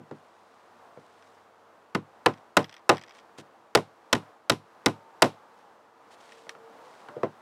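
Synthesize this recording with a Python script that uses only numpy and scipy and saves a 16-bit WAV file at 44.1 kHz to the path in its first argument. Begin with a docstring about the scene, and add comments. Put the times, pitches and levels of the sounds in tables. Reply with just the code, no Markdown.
"""Hammering a nail into strand board

A claw hammer starts a nail in a sheet outdoors and drives it home in nine blows that overload the close
microphone: board noise and modes, a steel ring, swells of air. Loose nails click and ring as they skitter;
hands and knees bump the board or brush it as uneven noise. Behind lie a traffic wash, a faint hum and
far engine whines. Table levels apply ahead of record().
"""
import sys
import numpy as np
from scipy import signal
from scipy.fft import rfft, irfft, next_fast_len
from scipy.io import wavfile
from scipy.ndimage import uniform_filter1d

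SR = 44100
rng = np.random.default_rng(int(sys.argv[2]) if len(sys.argv) > 2 else 0)


def store_wav(level_fs):
    """Save 16-bit WAV to argv[1]."""
    pcm = np.round(np.clip(np.atleast_2d(level_fs), -1, 1) * 32767)
    wavfile.write(sys.argv[1], SR, pcm.T.astype(np.int16))


N = 326781
CLOCK = np.arange(N) / SR   # s
AGE = CLOCK[:SR // 2]   # s since a contact
EDGES_HZ = 45 * 2 ** np.arange(0, 9, .5)   # half octaves
BANDS = [(np.sqrt(low * high), signal.butter(2, [low, high], "band", fs=SR, output="sos"))
         for low, high in zip(EDGES_HZ, EDGES_HZ[1:])]   # centre in Hz, filter


def from_db(db):
    """Decibels to gain."""
    return 10 ** (np.asarray(db) / 20)


def rms_one(x):
    """Scale to unit rms."""
    return x / np.sqrt(np.mean(x ** 2) + 1e-20)


def in_time(rows):
    """Each column of a curve at every sample."""
    s, *columns = np.transpose(rows)
    return [np.interp(CLOCK, s, c) for c in columns]


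def at_hz(rows, hz):
    """Each column of a spectrum table at the given frequencies, interpolated in log frequency."""
    points, *columns = np.transpose(rows)
    return [np.interp(np.log(hz), np.log(points), c) for c in columns]


def add(track, s, sound):
    """Mix a sound in at a time in seconds."""
    start = max(round(s * SR), 0)
    track[start:start + len(sound)] += sound[:N - start]


def noise(spectrum, size):
    """Gaussian noise of a given colour, rms 1."""
    length = next_fast_len(size)
    hz = np.maximum(np.fft.rfftfreq(length, 1 / SR), 1)
    white = rfft(rng.standard_normal(length))
    coloured = irfft(white * from_db(at_hz(spectrum, hz)[0]), length)
    return rms_one(coloured[:size])


def drift(rate_hz):
    """Slow random wandering with a spread near 1, rate_hz knots a second."""
    knots = rng.standard_normal(N // 20)
    return np.interp(CLOCK * rate_hz, np.arange(len(knots)), knots)


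def decay(t60_s):
    """An envelope that falls 60 dB in t60_s."""
    return np.exp(-np.log(1000) * AGE / t60_s)


def mode(hz, t60_s):
    """One struck resonance: a decaying sine."""
    return np.sin(2 * np.pi * hz * AGE) * decay(t60_s)


def swell(length_s, attack, release):
    """Linear rise, hold and fall; attack and release are shares of the length."""
    progress = np.linspace(0, 1, int(length_s * SR))
    return np.clip(np.minimum(progress / attack, (1 - progress) / release), 0, 1)


def tone(hz, waver):
    """A sine whose pitch wavers by a relative spread, rms 1."""
    phase_cycles = np.cumsum(hz * (1 + waver * drift(29))) / SR
    return np.sqrt(2) * np.sin(2 * np.pi * phase_cycles)


def traffic(swell_db=1.5):
    """Distant traffic: coloured noise whose level wanders about a curve."""
    # Each row: frequency in Hz, relative density in dB per Hz.
    wash_colour = [(40, 25), (70, 14.5), (110, 5), (170, -3.5), (330, -4), (550, 0.5), (850, 2.5),
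                   (1200, -0.5), (2300, -15), (5000, -23.5), (8000, -28.5), (11000, -32.5), (16000, -31)]
    # Each row: time in seconds, mean level in dB.
    wash_level = [(0, -47.5), (1.5, -45.5), (3.5, -47), (5.7, -46), (7.41, -43)]
    return from_db(in_time(wash_level)[0] + swell_db * drift(5.9)) * noise(wash_colour, N)


def hum(fade_db=3.0):
    """Machine hum: a few tonal lines, each slowly wandering in level and slightly in pitch."""
    # Each row: frequency in Hz, mean level in dB.
    hum_lines = [(97, -61), (338, -77), (457, -72)]
    return sum(from_db(db + fade_db * drift(0.73)) * tone(hz, waver=0.0033) for hz, db in hum_lines)


def engine_whines(flutter_db=4.0, fade_share=0.24):
    """Far engines: fluttering tones that glide in pitch and fade in and out."""
    # Each row: start in seconds, length in seconds, first Hz, last Hz, level in dB.
    whines = [(4.694, 0.75, 916, 895, -62.5), (5.3, 0.48, 850, 800, -68.5), (6.25, 0.72, 459, 453.4, -62.5),
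              (6.678, 0.237, 475, 512, -61), (7.05, 0.23, 588, 604, -53)]
    out = np.zeros(N)
    for s, length_s, first_hz, last_hz, db in whines:
        fade = np.zeros(N)
        add(fade, s, swell(length_s, fade_share, fade_share))
        glide_hz = np.interp(CLOCK, [s, s + length_s], [first_hz, last_hz])
        out += fade * from_db(db + flutter_db * drift(12)) * tone(glide_hz, waver=0.0024)
    return out


def brushing(catch_db=2.5, attack=0.18, release=0.39):
    """Sleeve and hand catch unevenly on the rough strands: noise under a fluttering pressure."""
    # Each row: start in seconds, length in seconds, level in dB.
    strokes = [(0, .95, -73.5), (.9, 0.62, -70), (3.129, 0.095, -63), (3.374, 0.043, -49.5),
               (5.566, 0.063, -71), (6.104, 0.058, -58.5), (6.15, 0.39, -60.5), (6.788, 0.38, -64.5)]
    # Each row: frequency in Hz, relative density in dB per Hz.
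    brush_colour = [(300, -1), (1500, 7.5), (3800, 5), (6000, -0.5), (9000, -4), (12000, -15.5),
                    (16000, -20)]
    pressure = np.zeros(N)
    for s, length_s, db in strokes:
        add(pressure, s, from_db(db) * swell(length_s, attack, release))
    return pressure * from_db(catch_db * drift(300)) * noise(brush_colour, N)


def skitter(start_s, length_s, first_db, count=32, gap_s=.012, uneven=.6, scatter_db=3.5, settle_db_per_s=18):
    """A nail rocks from head to point at uneven gaps, more lightly as it settles: (s, dB) of each touch."""
    gap_chance, size_chance = rng.standard_normal((count, 2)).T
    gaps_s = gap_s * np.exp(uneven * gap_chance)
    ages_s = np.cumsum(gaps_s) - gaps_s[0]
    levels_db = first_db - settle_db_per_s * ages_s + scatter_db * size_chance
    return [(start_s + age, db) for age, db in zip(ages_s, levels_db) if age < length_s]


def loose_nails(ring_db=-5, click_db=-7, click_t60_s=0.037, scatter_db=3):
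    """Every touch of a nail on the sheet is a dry click and a short modal ring."""
    # Hard landings. Each row: time in seconds, level in dB.
    landings = [(1.2246, -49.5), (2.6296, -39), (2.6434, -31), (2.6947, -39.5), (2.727, -41.5),
                (2.7416, -39.5), (2.7661, -42.5), (2.9702, -34.5), (2.981, -34), (3.016, -45), (3.037, -38),
                (3.109, -44), (6.2926, -51), (6.322, -42), (6.4932, -28.5)]
    # Runs of touches set off by a blow. Each row: start in seconds, length in seconds, level of first touches in dB.
    skitters = [(2.323, .07, -50), (2.659, .155, -51), (2.949, 0.26, -47.5)]
    # Nail on board. Each row: frequency in Hz, relative level in dB, t60 in seconds.
    nail_modes = [(1906, -2.5, 0.019), (2250, -12.5, 0.036), (3300, -1.5, 0.011), (3720, -14, 0.02),
                  (4180, -28.5, .02), (5040, -4, 0.01), (5760, -3.5, 0.01), (7930, -9.5, 0.0065),
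                  (12300, -33.5, .12)]
    # Each row: frequency in Hz, relative density in dB per Hz.
    click_colour = [(700, 14.5), (2000, 24.5), (5500, 7), (9000, -15), (15000, -42)]
    touches = landings + [touch for row in skitters for touch in skitter(*row)]
    out = np.zeros(N)
    for s, touch_db in touches:
        ring = np.zeros(len(AGE))
        for hz, db, t60_s in nail_modes:
            strength = from_db(db + scatter_db * rng.standard_normal())
            ring += rng.choice([-1, 1]) * strength * mode(hz, t60_s)
        click = noise(click_colour, len(AGE)) * decay(click_t60_s)
        add(out, s, from_db(touch_db) * (from_db(ring_db) * ring + from_db(click_db) * click))
    return out


def struck_sheet(colour_db, grain, wave_s, mode_db, dispersion=0.26, likeness=0.5, scatter_db=0.5,
                 yard_db=-37, yard_t60_s=.3):
    """One blow on the board: a first bending wave, the ringing that follows, and a dull tail from the yard."""
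    # Centres of thud, knock, clack and crack in Hz.
    colour_hz = [230, 550, 1300, 4000]
    # Dense bending modes. Each row: frequency in Hz, first wave in dB, ringing in dB, t60 in seconds.
    dense_modes = [(70, -10.5, 3.5, 0.092), (130, -7, -5.5, 0.18), (230, -13, -7, 0.15),
                   (354, -6.5, -4, 0.13), (510, -8.5, 1, 0.084), (1000, -2, -8, 0.12),
                   (1730, 0, -7.5, 0.082), (2570, -2, -17.5, 0.14), (4500, 2.5, -19.5, 0.13),
                   (6000, -12, -20, 0.082), (7940, -3.5, -28, 0.17), (10600, -14.5, -27, 0.13),
                   (15660, -17.5, -35, .09)]
    # Strongest modes. Each row: frequency in Hz, relative level in dB, t60 in seconds.
    strong_modes = [(105.7, 12, 0.22), (149.5, 6.5, 0.18), (207, -10, 0.1), (301, -5.5, 0.14),
                    (337, 0.5, 0.095), (471.1, 2.5, 0.092), (574, 2.5, .1), (762.4, -6, 0.13),
                    (894, -4, 0.038), (1022.3, 0, 0.094), (1330, -9.5, 0.044), (1562, -2.5, 0.022),
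                    (1830, -6.5, 0.04)]
    colour = list(zip(colour_hz, colour_db))
    # blows near one spot excite much the same modes
    white = np.sqrt(likeness) * grain + np.sqrt(1 - likeness) * rng.standard_normal(grain.shape)
    out = np.zeros(len(AGE))
    for k, (hz, band) in enumerate(BANDS):
        wave_db, ring_db, t60_s = at_hz(dense_modes, hz)
        field = signal.sosfilt(band, white[k % 2])[-len(AGE):]
        local_power = uniform_filter1d(field ** 2, int(SR * (.012 + 4 / hz)))
        field = field / np.sqrt(local_power + 1e-12)   # even out the noise level
        arrival_s = wave_s * (1000 / hz) ** dispersion   # bending waves are slower at low pitch
        wave = np.sqrt(AGE / arrival_s) * np.exp((1 - (AGE / arrival_s) ** 2) / 4)
        yard = from_db(yard_db + wave_db) * decay(yard_t60_s)
        ringing = (1 - np.exp(-AGE / arrival_s)) * (from_db(ring_db) * decay(t60_s) + yard)
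        out += from_db(at_hz(colour, hz)[0]) * field * np.hypot(from_db(wave_db) * wave, ringing)
    for k, (hz, db, t60_s) in enumerate(strong_modes):
        strength = from_db(db + mode_db + at_hz(colour, hz)[0] + scatter_db * rng.standard_normal())
        out += (-1) ** k * strength * mode(hz, t60_s) * (1 - np.exp(-2 * AGE / wave_s))
    return out


def bumps(grain):
    """Light contacts of hands, knees and nails ring the same board without making it heave."""
    # Each row: time in seconds, thud, knock, clack and crack in dB.
    contacts = [(0.001, -36.5, -59, -83, -78), (0.112, -33, -39.5, -47, -58), (0.973, -45.5, -44, -53, -81),
                (3.384, -38, -49.5, -50, -45), (6.468, -58, -49, -50, -68), (6.4937, -72, -62, -59, -38.5),
                (6.551, -53, -54, -47, -73), (7.086, -46, -48, -38.5, -59), (7.166, -36.5, -33.5, -60, -85),
                (7.2327, -24, -20.5, -29.5, -49.5)]
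    out = np.zeros(N)
    for s, *colour_db in contacts:
        add(out, s, struck_sheet(colour_db, grain, wave_s=0.0011, mode_db=-7.0))
    return out


def steel(slip_s, scatter_db=3, contact_db=1, contact_t60_s=0.0068):
    """A sharp tick as the face meets the nail, then a brief ring that builds while the nail slips into the wood."""
    # Hammer head and nail. Each row: frequency in Hz, relative level in dB, t60 in seconds.
    steel_modes = [(2568, -6, .018), (3046, -5, .02), (3450, -4, .018), (3666, -5, .02), (4606, -1, .02),
                   (4891, -3, .018), (7648, -7, .022), (8132, -6, .024)]
    # Steel meeting steel. Each row: frequency in Hz, relative density in dB per Hz.
    contact_colour = [(800, -12), (3000, -1.5), (9000, 0.5), (15000, -10)]
    ring = np.zeros(len(AGE))
    for hz, db, t60_s in steel_modes:
        ring += from_db(db + scatter_db * rng.standard_normal()) * mode(hz, t60_s)
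    tick = from_db(contact_db) * noise(contact_colour, len(AGE)) * decay(contact_t60_s)
    return ring * (1 - np.exp(-AGE / slip_s)) + tick


def heaving_air(slip_s):
    """The heaving sheet pushes slow swells of air at the microphone: sines under bell-shaped envelopes."""
    # Each row: frequency in Hz, zero crossing, centre and width in seconds, relative level in dB.
    air_swells = [(108, .0178, .0165, .0062, 2), (52, .0155, .028, .018, -6)]
    air = np.zeros(len(AGE))
    for hz, crossing_s, centre_s, width_s, db in air_swells:
        bell = np.exp(-((AGE - centre_s) / width_s) ** 2)
        air += from_db(db) * np.sin(2 * np.pi * hz * (crossing_s - AGE)) * bell
    return air * (1 - np.exp(-AGE / slip_s))


def hammer(grain, slip_s=0.0005, slap_s=.0185, slap_dull_db=-7, chatter_db=3,
           full_heave_db=-4, loose_nail_loss_db=10, bite_blows=1.0):
    """Each blow rings steel and board; the sheet heaves, then slaps back on its frame."""
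    # Each row: time in seconds, thud, knock, clack and crack in dB, slap-back in dB relative to the blow.
    blows = [(1.9485, -20, -28, -25, -35, -37), (2.2599, -18, -15, -13.5, -25.5, -35),
             (2.5684, -16.5, -11, -12.5, -19, -31), (2.8926, -16, -6.5, -8, -18.5, -25),
             (3.7500, -17, -10, -17, -16.5, -15.5), (4.1281, -17, -19, -18.5, -18.5, -12.5),
             (4.497, -18, -19, -21.5, -17.5, -13.5), (4.8601, -15.5, -15.5, -18, -19.5, -23.5),
             (5.221, -15, -5.5, -12.5, -12.5, -24.5)]
    out = np.zeros(N)
    air = heaving_air(slip_s)
    for k, (s, thud_db, knock_db, clack_db, crack_db, slap_db) in enumerate(blows):
        # the sheet heaves more once the nail has bitten
        heave_db = full_heave_db - loose_nail_loss_db * np.exp(-k / bite_blows)
        board = struck_sheet((thud_db, knock_db, clack_db, crack_db), grain, wave_s=0.0039, mode_db=-4.5)
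        add(out, s, board + from_db(crack_db) * steel(slip_s) + from_db(heave_db) * air)
        # wood on wood is duller than steel
        slap_colour_db = (thud_db, knock_db, clack_db, crack_db + slap_dull_db)
        slap = struck_sheet(slap_colour_db, grain[::-1], wave_s=.006, mode_db=-12)
        chatter = chatter_db * drift(500)[:len(AGE)]   # the edge chatters as it lands
        add(out, s + slap_s, slap * from_db(slap_db + chatter))
    return out


def scene():
    """The work on the sheet over the outdoor background."""
    grain = rng.standard_normal((2, len(AGE) + SR // 10))   # the board's own pattern of dense modes
    background = traffic() + hum() + engine_whines()
    return (background + brushing() + loose_nails() + bumps(grain) + hammer(grain))[None]


def record(dry, ceiling=.42, low_cut_hz=195, dull_hz=12500, cutoff_hz=16200):
    """The microphone saturates on the blows; a low cut then turns the flattened swells into short kicks."""
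    squashed = dry / (1 + (dry / ceiling) ** 6) ** (1 / 6)
    thinned = signal.sosfilt(signal.butter(4, low_cut_hz, "high", fs=SR, output="sos"), squashed)
    dulled = signal.sosfilt(signal.butter(2, dull_hz, fs=SR, output="sos"), thinned)
    return signal.sosfilt(signal.ellip(10, .1, 80, cutoff_hz, fs=SR, output="sos"), dulled)


dry = scene()
out = record(dry)
store_wav(out)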